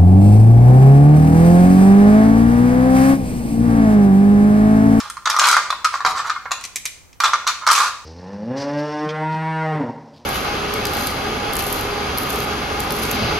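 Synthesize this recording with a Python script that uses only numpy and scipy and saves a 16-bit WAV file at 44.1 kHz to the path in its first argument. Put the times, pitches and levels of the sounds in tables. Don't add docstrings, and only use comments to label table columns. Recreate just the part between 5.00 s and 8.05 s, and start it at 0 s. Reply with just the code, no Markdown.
import sys
import numpy as np
from scipy import signal
from scipy.fft import rfft, irfft, next_fast_len
from scipy.io import wavfile
from scipy.ndimage import uniform_filter1d

SR = 44100
rng = np.random.default_rng(int(sys.argv[2]) if len(sys.argv) > 2 else 0)


def materialize(psi):
    bounded = np.clip(np.atleast_2d(psi).T, -1, 1)
    quanta = np.round(bounded * 32767).astype(np.int16)
    wavfile.write(sys.argv[1], SR, quanta)


N = 134505
RING_S = .14


def amp(db):
    return 10 ** (np.asarray(db) / 20)


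def unit(x):
    return x / np.sqrt(np.mean(x ** 2) + 1e-20)


def along(points, hz):
    freqs, values = np.transpose(points)
    return np.interp(np.log(hz + 1), np.log(freqs + 1), values)


def filtered(x, response):
    n = x.shape[-1]
    size = next_fast_len(n + 2048)
    return irfft(rfft(x, size) * response(np.fft.rfftfreq(size, 1 / SR)), size)[..., :n]


def loudest(x):
    return np.sqrt(np.abs(uniform_filter1d(x ** 2, size=110, mode="constant")).max() + 1e-20)


def add(out, start_s, x):
    i = max(0, round(start_s * SR))
    n = min(x.shape[-1], N - i)
    out[:, i:i + n] += x[:, :n]


def pair(noise, correlation):
    angle = np.arccos(np.clip(correlation, -1, 1)) / 2
    mid, side = np.cos(angle) * noise[0], np.sin(angle) * noise[1]
    return np.array([mid + side, mid - side])


def decay(t, t60):
    return np.exp(-np.log(1000) * t / t60)


def ring(modes, detune=0, scatter_db=2.5):
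    t = np.arange(int(RING_S * SR)) / SR
    hz, db, t60 = np.transpose(modes)[:, :, None]
    pitch, level, sign = rng.standard_normal((3, len(modes), 1))
    envelope = np.sign(sign) * amp(db + scatter_db * level) * decay(t, t60)
    return np.sum(envelope * np.sin(2 * np.pi * hz * (1 + detune * pitch) * t), axis=0)


def burst(spectrum, t60):
    t = np.arange(int(RING_S * SR)) / SR
    return filtered(rng.standard_normal(len(t)), lambda hz: amp(along(spectrum, hz))) * decay(t, t60)


def radiated(x, cutoff_hz=602):
    return signal.sosfilt(signal.butter(2, cutoff_hz, "high", fs=SR, output="sos"), x)


# (frequency [Hz], level [dB], T60 [s])
HOLDER_MODES = [(912, -27.5, 0.062), (996, -18.5, 0.045), (1083, -12, 0.027), (1202.6, -8.5, 0.057),
                (1339, -16, 0.032), (1372, -19, 0.081), (1434.6, -15.5, 0.049), (1613, -21.5, 0.062),
                (1803, -16.5, 0.021), (2122, -24.5, 0.052)]


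def holder(clack_hz, clack_t60=0.02, attack_s=0.00026):
    t = np.arange(int(RING_S * SR)) / SR
    clack = np.sin(2 * np.pi * clack_hz * t) * decay(t, clack_t60)
    rise = 1 - np.exp(-t / attack_s)
    box = radiated((clack + ring(HOLDER_MODES)) * rise)
    return box / loudest(box)


# (frequency [Hz], level [dB])
STICK_MODES = [(1900, -3.5), (2400, 1.5), (3400, -8.5), (4100, -0.5), (4750, -1), (5900, 8.5), (7000, 5),
               (7700, -1)]
# (frequency [Hz], level [dB])
CHATTER_SPECTRUM = [(300, -13), (2000, -7), (2900, -1), (4200, 1.5), (6500, -3.5), (15000, -40)]
# (frequency [Hz], level [dB])
CRACK_SPECTRUM = [(100, -7.5), (400, -18), (1000, -34), (3000, -9.5), (7200, 12.5), (9500, 10), (13000, 2),
                  (16000, -16.5)]


def wood(struck_hz, wood_db, crack_db, t60_cycles=110, attack_s=0.0013):
    modes = [(hz, db, t60_cycles / hz) for hz, db in STICK_MODES]
    bending = sum(ring(modes, detune=0.0566) for stick in range(2))
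    struck = ring([(struck_hz, 0, t60_cycles / struck_hz)] * 7, detune=0.0535)
    chatter = burst(CHATTER_SPECTRUM, t60=.045)
    rise = 1 - np.exp(-np.arange(len(bending)) / (SR * attack_s))
    sticks = rise * radiated(unit(bending) + amp(-0.5) * (unit(struck) + unit(chatter)))
    crack = rise * burst(CRACK_SPECTRUM, t60=0.013)
    treble = filtered(crack, lambda hz: hz > 9000)
    return amp(wood_db) * sticks / loudest(sticks) + amp(crack_db) * crack / loudest(treble)


def rattle(length_s, voice, sticks=4, contacts_per_s=640, scatter_db=1.5):
    n = max(64, int(length_s * SR))
    count = max(2, int(contacts_per_s * length_s / sticks))
    stroke = 0
    for stick in range(sticks):
        when, size = rng.random(200), rng.standard_normal(200)
        force = np.sign(size) * amp(scatter_db * size) * np.sqrt(np.sin(np.pi * when))
        impulses = np.bincount((when[:count] * n).astype(int), force[:count], n)
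        stroke = stroke + signal.fftconvolve(impulses, voice())
    return stroke / np.sqrt(np.sum(stroke ** 2) / n)


# (time [s], duration [s], holder level [dB], wood level [dB], crack level [dB])
SLIDE_STROKES = [(0, 0.092, -31.5, -42, -55), (0.301, .07, -21, -38, -63), (0.386, .18, -15.5, -23, -36),
                 (0.573, 0.091, -39, -37, -57), (0.921, 0.05, -26.5, -34, -51),
                 (1.053, 0.07, -23, -33, -43), (1.146, .065, -19.5, -29.5, -49),
                 (1.239, .055, -23.5, -35.5, -51), (1.445, 0.018, -26, -46, -76),
                 (2.245, 0.054, -21.5, -33, -40.5), (2.466, .048, -20.5, -23.5, -45),
                 (2.611, 0.047, -28.5, -57, -68), (2.68, 0.081, -31, -29, -45),
                 (2.751, .1, -17.5, -25.5, -36), (2.81, 0.079, -23, -28, -41)]


def slides(clack_hz=1180, stick_hz=4558, trim_db=-3):
    out = np.zeros((2, N))
    for start, length, holder_db, wood_db, crack_db in SLIDE_STROKES:
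        box = rattle(length, lambda: holder(clack_hz * (1 + rng.normal(0, 0.088))))
        sticks = rattle(length, lambda: wood(stick_hz * rng.lognormal(0, 0.1894), wood_db, crack_db))
        add(out, start, kitchen([amp(holder_db + trim_db) * box, amp(wood_db + trim_db) * sticks]))
    return out


# (time [s], clack frequency [Hz], stick frequency [Hz],
# holder level [dB], wood level [dB], crack level [dB])
HOLDER_IMPACTS = [(0.001, 1362, 5580, -25, -24.5, -39), (0.099, 1360, 6000, -26.5, -32, -32),
                  (0.168, 1074, 4470, -24.5, -40, -65), (0.256, 1275, 3724, -14.5, -18.5, -38),
                  (0.272, 1270, 4810, -11, -21.5, -45.5), (0.299, 1150, 5770, -13.5, -15.5, -26.5),
                  (0.364, 1092, 5500, -13, -21, -35), (0.388, 1120, 3770, -9, -26, -29.5),
                  (0.394, 1156, 6880, -22.5, -11, -25.5), (0.415, 1110, 6600, -9, -18.5, -34.5),
                  (0.44, 1122, 4290, -12.5, -15, -40), (0.4546, 1196, 4950, -15, -18.5, -30),
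                  (0.470, 1200, 6930, -13.5, -24, -24), (0.477, 1150, 6800, -23.5, -23.5, -37),
                  (0.486, 1207, 5000, -18.5, -15, -25.5), (0.513, 1327, 7600, -16, -15, -26.5),
                  (0.527, 1320, 4510, -10, -18, -31.5), (0.544, 1280, 4280, -11.5, -22.5, -41),
                  (0.5669, 1360, 4590, -5.5, -19.5, -33.5), (0.703, 1150, 3700, -13, -18, -34),
                  (0.727, 1110, 3970, -17, -42, -51), (0.845, 1303, 5690, -14.5, -18, -33),
                  (0.849, 1275, 4370, -8.5, -24, -31), (0.94, 1100, 4580, -15.5, -32.5, -55),
                  (1.005, 1142, 4090, -19.5, -33.5, -53), (1.049, 1226, 4810, -8, -19.5, -40),
                  (1.062, 1147, 4070, -22.5, -18.5, -36.5), (1.297, 1273, 4330, -12, -24, -43.5),
                  (1.361, 1150, 4300, -20.5, -43, -62.5), (1.509, 1180, 4130, -23, -30.5, -48),
                  (1.516, 1082, 6900, -15.5, -17, -33), (2.202, 1160, 4300, -14.5, -18, -30.5),
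                  (2.236, 1305, 3510, -8, -21, -34.5), (2.242, 1200, 3980, -14.5, -15.5, -35),
                  (2.254, 1350, 3460, -13, -17, -42), (2.334, 1366, 3810, -6.5, -18.5, -44.5),
                  (2.467, 1180, 4130, -14.5, -21, -54), (2.474, 1380, 4050, -20, -16.5, -27.5),
                  (2.666, 1308, 4720, -11, -20, -33), (2.674, 1030, 5000, -9, -15.5, -30),
                  (2.687, 1144, 5570, -10, -18, -40), (2.701, 1354, 3120, -7, -18, -34),
                  (2.712, 1260, 4560, -16, -15.5, -23), (2.717, 1144, 5520, -8.5, -15.5, -23.5),
                  (2.73, 1284, 5950, -15.5, -21.5, -22), (2.751, 1280, 6040, -13.5, -14.5, -32.5),
                  (2.761, 1280, 3790, -18, -19, -29), (2.777, 1173, 6000, -13.5, -18, -35),
                  (2.787, 1137, 6050, -16.5, -22, -31), (2.802, 1250, 3900, -11.5, -21, -35)]


def knocks():
    out = np.zeros((2, N))
    for start, clack_hz, stick_hz, holder_db, wood_db, crack_db in HOLDER_IMPACTS:
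        add(out, start, kitchen([amp(holder_db) * holder(clack_hz), wood(stick_hz, wood_db, crack_db)]))
    return out


# (frequency [Hz], T60 [s])
REVERB_T60 = [(200, 0.85), (1200, 0.57), (3500, 0.51), (7500, 0.6), (14000, 0.2)]
# (frequency [Hz], level [dB])
REVERB_SPECTRUM = [(200, 4.5), (1200, -6.5), (3000, 1), (7000, -4.5), (14000, 2)]
# (frequency [Hz], correlation [1])
REVERB_CORRELATION = [(500, 0.78), (1200, 0.97), (2200, 0.43), (4000, 0.02), (8000, 0.046), (15000, -0.38)]


def kitchen(parts, echo_db=0, tail_s=.6, early_s=.024, reflections=14, pan_db=2):
    n = int(tail_s * SR)
    hz, t, bands = signal.stft(rng.standard_normal((2, n)), SR, nperseg=256)
    t60 = along(REVERB_T60, hz)[:, None]
    equal_energy = np.sqrt(2 * np.log(1000) / (t60 * SR))
    bands = bands * amp(along(REVERB_SPECTRUM, hz)[:, None]) * decay(t, t60) * equal_energy
    fade_in = np.minimum(1, np.arange(n) / (0.002 * SR))
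    echoes = signal.istft(bands, SR, nperseg=256)[1][:, :n] * fade_in
    for channel in echoes:
        delay = rng.uniform(.0005, early_s, reflections)
        gain = rng.standard_normal(reflections) * np.exp(-delay / early_s)
        channel += np.bincount((delay * SR).astype(int), amp(-3) * gain / np.linalg.norm(gain), n)
    correlation = along(REVERB_CORRELATION, np.fft.rfftfreq(n, 1 / SR))
    response = amp(echo_db) * irfft(pair(rfft(echoes), correlation), n)
    response[:, 0] += amp(np.array([.5, -.5]) * pan_db * rng.standard_normal())
    onset = response.mean(axis=0)[:SR // 20]
    source = sum(part * loudest(part) / loudest(signal.fftconvolve(part, onset)) for part in parts)
    return signal.fftconvolve(source[None], response, axes=1)


# (frequency [Hz], relative spectral density [dB])
AMBIENT_SPECTRUM = [(25, -5.5), (60, 8.5), (110, 1), (300, -7.5), (1000, -10.5), (4000, -23.5)]


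def room_tone(noise_db=-51, hum_hz=59.4, hum_db=-75):
    white = pair(rng.standard_normal((2, N)), correlation=0.062)
    noise = filtered(white, lambda hz: amp(along(AMBIENT_SPECTRUM, hz)))
    hum = np.sin(2 * np.pi * hum_hz * np.arange(N) / SR)
    return amp(noise_db) * unit(noise) + amp(hum_db) * unit(hum)


# (frequency [Hz], level [dB], T60 [s])
BUNDLE_MODES = [(1100, -7, .008), (2050, -1, .014), (2420, 1, .018), (7700, 1, .012)]
# (time [s], wood level [dB], crack level [dB])
HAND_TAPS = [(0.329, -31, -54), (1.611, -37, -46), (1.639, -27.5, -37), (1.65, -28.5, -35.5),
             (1.758, -24.5, -27), (1.765, -23.5, -33), (1.854, -21, -28.5), (1.86, -25, -30),
             (1.875, -36, -37), (2.129, -46, -68)]


def ticks(stick_hz=5753):
    out = np.zeros((2, N))
    for start, wood_db, crack_db in HAND_TAPS:
        bundle = ring(BUNDLE_MODES)
        sticks = wood(stick_hz, wood_db, crack_db)
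        add(out, start, kitchen([sticks, amp(wood_db - 3) * bundle / loudest(bundle)], echo_db=-3.5))
    return out


# (frequency [Hz], level [dB], T60 [s])
WALL_MODES = [(755, -2, 0.22), (1224, 1.5, 0.24)]
# (time [s], level [dB])
WALL_IMPACTS = [(1.054, -21), (1.078, -24.5), (1.3, -30)]


def long_wall():
    out = np.zeros((2, N))
    for start, db in WALL_IMPACTS:
        notes = ring(WALL_MODES)
        add(out, start, kitchen([amp(db) * notes / loudest(notes)]))
    return out


def scene():
    return knocks() + long_wall() + ticks() + slides() + room_tone()


def record(dry):
    ceiling, top_hz = 1.02, 15800
    clipped = dry / (1 + np.abs(dry / ceiling) ** 6) ** (1 / 6)
    return filtered(clipped, lambda hz: hz < top_hz)


dry = scene()
out = record(dry)
materialize(out)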